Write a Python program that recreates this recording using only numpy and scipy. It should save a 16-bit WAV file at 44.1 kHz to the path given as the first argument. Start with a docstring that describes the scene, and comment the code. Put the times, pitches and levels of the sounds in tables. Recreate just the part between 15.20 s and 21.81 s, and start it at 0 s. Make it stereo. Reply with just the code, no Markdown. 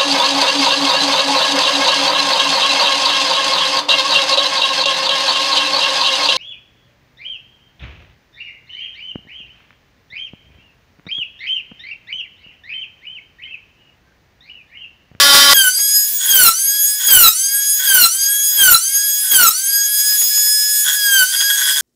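"""Oscillating multi-tool in a door frame

A corded multi-tool cuts a recess in a small bare room. The blade first chatters hard on the timber.
Then each push drags the whining motor down, tears fibres and makes the blade scream; eased off, the
motor spins back up. Between pushes the blade skims the wood. Fan hiss, faint hum and light knocks
lie underneath. The loudest peaks clip the mono microphone."""
import sys
import numpy as np
from scipy import signal
from scipy.fft import rfft, irfft
from scipy.io import wavfile
from scipy.ndimage import uniform_filter1d

SR = 44100
rng = np.random.default_rng(int(sys.argv[2]) if len(sys.argv) > 2 else 0)


def wav_record(signal):
    """Record a signal, one row per channel, as 16-bit PCM in the file named by sys.argv[1]."""
    frames = np.transpose(np.atleast_2d(signal))
    bounded = np.clip(frames, -1, 1)
    # unit amplitude maps onto the largest positive 16-bit level
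    quanta = np.round(bounded * 32767).astype(np.int16)
    wavfile.write(sys.argv[1], SR, quanta)


N = 291501
TIME = np.arange(N) / SR
HUM_HZ = 300
SWING_START_S, SWING_END_S = 4.75, 5.25  # tool swung away and back

# chatter force: t/s, level/dB
CHATTER_ENVELOPE = [(0, 2), (.12, 0), (.15, 4), (.27, 0), (.335, 3.5), (.342, -72)]
# chatter lines: multiple of stroke rate, relative level/dB
CHATTER_LINES = [(1, -22), (2, -9.5), (3, -10), (4, 1), (5, -1.5), (6, -5), (7, -2), (11, 3), (13, 2),
                 (14, -1.5), (15, -3.5), (16, -1.5), (17, 1), (18, 2), (20, 0.5), (38, -3)]
# clatter between the lines: f/Hz, relative density/dB
CLATTER_SPECTRUM = [(100, -22), (900, -8), (1450, -2.5), (2400, -4.5), (3500, 0), (5200, -1), (6500, -4),
                    (14000, -7.5)]
# pushes: start t/s, release t/s, lowest whine f/Hz, sag exponent, free whine f/Hz afterwards,
# scream level/dB, scream tilt/(dB/octave), torn-fibre level/dB
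BLADE_PUSHES = [(0.327, 0.488, 1483, 0.77, 1714, 2.5, -1.5, -2.5),
                (1.029, 1.297, 1306, 1.53, 1728, -1.5, 0, 2), (1.861, 2.095, 1247, 1.07, 1724, -1, .3, 0),
                (2.633, 2.866, 1328, 1.205, 1716, -1, -.2, 1),
                (3.363, 3.559, 1325, 1.14, 1720, -1, .2, -0.5),
                (4.1, 4.294, 1258, 1.084, 1716, -2, -.3, .5), (5.319, 6.037, 1485, 4.65, 1680, 3.5, -2, -1)]
# free whine: harmonic number, level/dB, loss with slowing/(dB/Hz), draw-back swell/dB
WHINE_HARMONICS = [(1, -38, .04, 7), (2, -31, .03, 2), (3, -26, .012, 1.5), (4, -21, .003, 3),
                   (5, -28, -.012, 2), (6, -23.5, -.003, 2), (7, -21.5, .012, 4), (8, -27.5, .02, 0),
                   (9, -28.5, .04, -1), (10, -30, .03, 0), (11, -23, .025, 0)]
# steps in the whine's tone colour, duller during the opening chatter:
# t/s, level/dB for harmonics 1, 2, 3, 4-7, 8 and up
WHINE_COLOURS = [(0, 10, 10, 4, -15, -20), (0.335, 1, 0, 5, 1, -4), (0.78, -3, -7, -3, -3.5, 4),
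                 (1.05, 2.5, -1, -1, 0, 0), (4.331, 6.5, -2, 1.5, -1.8, 1), (4.72, 9.5, -1, 5, 1, 2.5),
                 (4.98, -8, 1, 5, 1.5, 4), (5.1, 7.5, -3.5, 7, 2, -0.5), (5.66, 13, 8.5, 3.5, -3, -4.5)]
# first four colour groups: highest harmonic number
COLOUR_GROUP_TOPS = [1, 2, 3, 7]
# fan hiss: f/Hz, relative density/dB
FAN_SPECTRUM = [(150, -45), (280, -29), (900, -24), (3500, -6), (7000, 1.5), (8300, 2), (10000, 1),
                (13000, -4.5), (15500, -2)]
# fan hiss, louder as the vents turn to the microphone: t/s, level/dB
FAN_ENVELOPE = [(4.7, -25), (4.95, -20.5), (5.35, -23.5), (5.7, -21.5), (6.05, -21.5), (6.5, -20)]
# resonances of the blade seated in wood: f/Hz, width/Hz, level/dB
SCREAM_MODES = [(1328, 40, -12.5), (1458, 60, -12.5), (1580, 60, -19), (3150, 210, -13.5), (4042, 108, -9),
                (7200, 3800, -23.5), (8000, 200, -19), (10660, 600, -18.5), (14000, 1130, -16.5)]
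# broad tearing noise of the cut, low rumble underneath: f/Hz, relative density/dB
CUT_SPECTRUM = [(30, -21), (200, -9.5), (800, -6.5), (2200, -3), (3500, -3), (9000, -3.5), (14500, 4)]
# light knocks: t/s, level/dB
LIGHT_KNOCKS = [(0.588, -30), (1.385, -38), (2.948, -36), (3.647, -40), (3.749, -35), (4.797, -37.5),
                (4.92, -34), (5.015, -27), (5.087, -42), (5.172, -28), (5.269, -33)]
# light blade touches: start t/s, end t/s, level/dB
SKIM_TOUCHES = [(0.987, 1.152, -24.5), (1.791, 1.887, -25.5), (2.584, 2.686, -24.5), (3.313, 3.383, -30),
                (4.017, 4.129, -29.5), (5.644, 5.764, -17.5), (6.12, 6.166, -18.5), (6.203, 6.237, -15.5),
                (6.299, 6.316, -17.5), (6.35, 6.539, -16.8), (6.548, 6.635, -20.5)]
# blade and frame resonances: f/Hz, width/Hz, relative level/dB
SKIM_MODES = [(1070, 490, -16.5), (1536, 106, 4.5), (1862, 176, -2.5), (3343, 285, 5.5)]


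def amp(db):
    """Decibels to gain."""
    return 10 ** (np.asarray(db) / 20)


def unit(x):
    """Scale to rms 1."""
    return x / np.sqrt(np.mean(abs(x) ** 2) + 1e-20)


def follow(curve):
    """Interpolate (t/s, value) rows per sample."""
    return np.interp(TIME, *np.transpose(curve))


def steps(starts_s, values):
    """Hold each value until the next start."""
    return np.asarray(values)[np.maximum(np.searchsorted(starts_s, TIME, "right") - 1, 0)]


def lag(x, tau_s):
    """One-pole lag."""
    pole = np.exp(-1 / (tau_s * SR))
    return signal.lfilter([1 - pole], [1, -pole], x)


def noise(spectrum):
    """Noise of rms 1, shaped by (f/Hz, level/dB) rows."""
    hz, db = np.transpose(spectrum)
    bins_hz = np.fft.rfftfreq(N, 1 / SR)
    shape = amp(np.interp(np.log(bins_hz + 1), np.log(hz), db))
    return unit(irfft(rfft(rng.standard_normal(N)) * shape, N))


def wander(cutoff_hz):
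    """Smooth random drift of rms 1."""
    shape = np.exp(-(np.fft.rfftfreq(N, 1 / SR) / cutoff_hz) ** 2)
    return unit(irfft(rfft(rng.standard_normal(N)) * shape, N))


def resonate(x, hz, width_hz):
    """Resonance of peak gain 1."""
    return signal.lfilter(*signal.iirpeak(hz, hz / width_hz, SR), x)


def chatter(stroke_hz=282.2, gain_db=-9, flicker_db=3, jitter=.00325):
    """The blade hammers the timber once a stroke: harsh buzz, plus clatter rising as force squared."""
    force = amp(follow(CHATTER_ENVELOPE))
    phase = 2 * np.pi * np.cumsum(stroke_hz * (1 + jitter * wander(59))) / SR
    buzz = sum(amp(db + flicker_db * wander(24)) * np.cos(k * phase + 2 * np.pi * rng.random())
               for k, db in CHATTER_LINES)
    clatter = .62 * unit(noise(CLATTER_SPECTRUM) * (1 + .3 * np.cos(phase)))
    return amp(gain_db) * force * (unit(buzz) + force * clatter)


def motor_hz(idle_hz=1698, quick_share=.742, quick_s=.066, creep_s=.544):
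    """Whine fundamental: dragged down by each push, it recovers fast, then creeps to free speed."""
    hz = np.full(N, float(idle_hz))
    for start_s, release_s, lowest_hz, exponent, free_hz, *_ in BLADE_PUSHES:
        before_hz = hz[round(start_s * SR)]
        progress = np.clip((TIME - start_s) / (release_s - start_s), 0, 1)
        sag_hz = before_hz + (lowest_hz - before_hz) * progress ** exponent
        since_s = np.maximum(TIME - release_s, 0)
        deficit = quick_share * np.exp(-since_s / quick_s)
        deficit += (1 - quick_share) * np.exp(-since_s / creep_s)
        recovery_hz = free_hz + (lowest_hz - free_hz) * deficit
        hz = np.select([TIME < start_s, TIME < release_s], [hz, sag_hz], recovery_hz)
    return uniform_filter1d(hz, size=1000)


def free_gains(hz, contact, damping=.45, blend_s=.021, draw_back_s=.275, draw_width_s=.11):
    """Whine harmonics: stepping in colour, damped by wood, swelling as the tool is drawn back."""
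    starts_s, *columns_db = np.transpose(WHINE_COLOURS)
    colour_db = [uniform_filter1d(steps(starts_s, db), round(blend_s * SR)) for db in columns_db]
    drawn = sum(np.exp(-((TIME - release_s - draw_back_s) / draw_width_s) ** 2)
                for _, release_s, *_ in BLADE_PUSHES)
    loose = 1 - damping * lag(contact, tau_s=.035)
    for k, db, loss_db_per_hz, swell_db in WHINE_HARMONICS:
        group = np.searchsorted(COLOUR_GROUP_TOPS, k)
        yield k, loose * amp(db - loss_db_per_hz * (hz[0] - hz) + swell_db * drawn + colour_db[group])


def fading(path_waves, depth, hop=32):
    """Reflections reinforce or cancel a partial moving through standing waves."""
    cycles = np.outer(path_waves[::hop], rng.uniform(-1, 1, 8)) + rng.random(8)
    reflections = unit(np.exp(2j * np.pi * cycles).sum(1))
    return np.interp(TIME, TIME[::hop], unit(1 + depth * reflections))


def whine(hz, load, contact, flutter=.0002955, roughness=.39, ripple_rad=.042, wobble_rad=.019):
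    """Motor harmonics, rough under load, with sidebands from supply ripple and shaft wobble."""
    phase = 2 * np.pi * np.cumsum(hz * (1 + flutter * wander(41.6))) / SR
    shaft_phase = .093 * phase
    phase += ripple_rad * np.sin(4 * np.pi * HUM_HZ * TIME)
    phase += wobble_rad * (np.sin(shaft_phase) + np.sin(2 * shaft_phase))
    # hand motion and pitch glide both cross the room's standing waves
    swinging = (TIME > SWING_START_S) & (TIME < SWING_END_S)
    hand_waves = np.cumsum(np.where(swinging, 2.503, 1.1)) / SR
    glide_waves = np.cumsum(abs(np.gradient(hz))) / 430  # 430 Hz per wave
    out = np.zeros(N)
    for k, free_gain in free_gains(hz, contact):
        gain = np.hypot(free_gain, scream_gain(k, hz, contact))
        grit = 1 + roughness * (.07 + load) * np.sqrt(k) * (wander(74) + 1j * wander(89))
        tone = np.exp(1j * (k * phase + 2 * np.pi * rng.random()))
        fade = fading(k * (hand_waves + glide_waves), depth=min(.21 * k, .68))
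        out += gain * (grit * fade * tone).real
    return np.sqrt(2) * out


def whistle(hz, ratio=1.35, gain_db=-52):
    """Faint unsteady tone riding above the whine's fundamental."""
    phase = 2 * np.pi * np.cumsum(ratio * hz) / SR
    return amp(gain_db) * (np.cos(phase) * (wander(15) + 1) + np.sin(phase) * wander(15))


def fan():
    """Cooling-air hiss, slightly gusty."""
    return noise(FAN_SPECTRUM) * amp(follow(FAN_ENVELOPE) + wander(18))


def hum(first_db=-63, second_db=-62):
    """Steady electrical hum, two harmonics."""
    phase = 2 * np.pi * HUM_HZ * TIME
    return amp(first_db) * np.sin(phase) + amp(second_db) * np.sin(2 * phase)


def scream_gain(k, hz, contact):
    """The seated blade screams as harmonic k sags through its resonances."""
    starts_s, *_, scream_db, tilt_db_per_octave, _ = np.transpose(BLADE_PUSHES)
    drive = contact * amp(steps(starts_s, scream_db + tilt_db_per_octave * np.log2(k)))
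    partial_hz = k * hz
    power = sum(amp(db) ** 2 / (1 + ((partial_hz ** 2 - mode_hz ** 2) / (partial_hz * width_hz)) ** 2)
                for mode_hz, width_hz, db in SCREAM_MODES)
    return drive * np.sqrt(power)


def cutting(stroke_phase, load, hz, gain_db=-17, bite=.38, sink_db_per_hz=.007):
    """Teeth tear fibres each stroke, louder with load and as the blade sinks in."""
    grain_db = 2.5 * wander(90)
    starts_s, *_, torn_db = np.transpose(BLADE_PUSHES)
    level_db = gain_db + steps(starts_s, torn_db) + sink_db_per_hz * (hz[0] - hz)
    return amp(level_db + grain_db) * load * (1 + bite * np.cos(stroke_phase)) * noise(CUT_SPECTRUM)


def knocks(t60_s=.089, clack_hz=1900, thump_hz=110, thump_db=-16):
    """Faint dull clacks with soft low thumps."""
    envelope = sum(amp(db - 60 * np.maximum(TIME - start_s, 0) / t60_s) * (TIME > start_s)
                   for start_s, db in LIGHT_KNOCKS)
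    clack = unit(resonate(rng.standard_normal(N), clack_hz, clack_hz))
    thump = unit(resonate(rng.standard_normal(N), thump_hz, 2 * thump_hz))
    return envelope * (clack + amp(thump_db) * thump)


def skim_touch():
    """One rounded touch of blade on wood per skim."""
    touch = np.zeros(N)
    for start_s, end_s, db in SKIM_TOUCHES:
        position = 2 * (TIME - start_s) / (end_s - start_s) - 1
        touch += amp(db) * np.sqrt(np.maximum(1 - position ** 2, 0))
    return touch


def skimming(stroke_phase, touch, sharpness=2, scratch_db=-1.5, burst_db=3, highpass_hz=350):
    """Held lightly, the blade skips unevenly every other stroke, ringing itself and the frame."""
    skips = np.exp(sharpness * np.cos(stroke_phase / 2 + wander(28.5))) * amp(burst_db * wander(23))
    blows = skips * rng.standard_normal(N)
    ring = sum(amp(db) * resonate(resonate(blows, hz, width_hz), hz, width_hz)
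               for hz, width_hz, db in SKIM_MODES)
    scratch = amp(scratch_db) * unit(skips * noise(FAN_SPECTRUM))
    highpass = signal.butter(2, highpass_hz, "high", fs=SR, output="sos")
    return signal.sosfilt(highpass, touch * (unit(ring) + scratch))


def room(x, wet_db=-8, t60_s=.17, predelay_s=.004):
    """Close bare walls: a short dense tail smears the glides."""
    t = TIME[:SR // 2]
    tail = rng.standard_normal(len(t)) * amp(-60 * t / t60_s) * (t > predelay_s)
    reverb = signal.fftconvolve(x, tail / np.linalg.norm(tail))[:N]
    return (x + amp(wet_db) * reverb) / np.hypot(1, amp(wet_db))


def scene(full_load_hz_per_s=1700, seated_hz_per_s=520, bite_s=.014, seat_s=.028, unseat_s=.0125):
    """Mono mix; the motor's sag rate sets blade contact and load."""
    hz = motor_hz()
    sag_hz_per_s = -np.gradient(hz) * SR
    pressure = np.clip(sag_hz_per_s / seated_hz_per_s, 0, 1)
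    contact = np.minimum(lag(pressure, seat_s), lag(pressure, unseat_s))  # seats slowly, frees fast
    load = lag(np.clip(sag_hz_per_s / full_load_hz_per_s, 0, 1) ** 2, bite_s)
    stroke_phase = 2 * np.pi * np.cumsum(hz / 6) / SR  # six whine cycles per stroke
    touch = skim_touch()
    rub = np.minimum(touch / amp(-26), 1)  # skimming damps and roughens the whine
    motor = (1 - .3 * rub) * whine(hz, load + .55 * rub, contact) + whistle(hz) + fan()
    blade = cutting(stroke_phase, load, hz) + skimming(stroke_phase, touch)
    mono = room(motor + blade + knocks()) + chatter() + hum()
    return np.array([mono, mono])


def record(dry, ceiling=.87, lowpass_hz=15650):
    """Microphone clipping, then band limit."""
    clipped = np.clip(dry, -ceiling, ceiling)
    lowpass = signal.firwin(511, lowpass_hz, window=("kaiser", 9), fs=SR)
    return signal.oaconvolve(clipped, lowpass[None], "same")


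dry = scene()
out = record(dry)
wav_record(out)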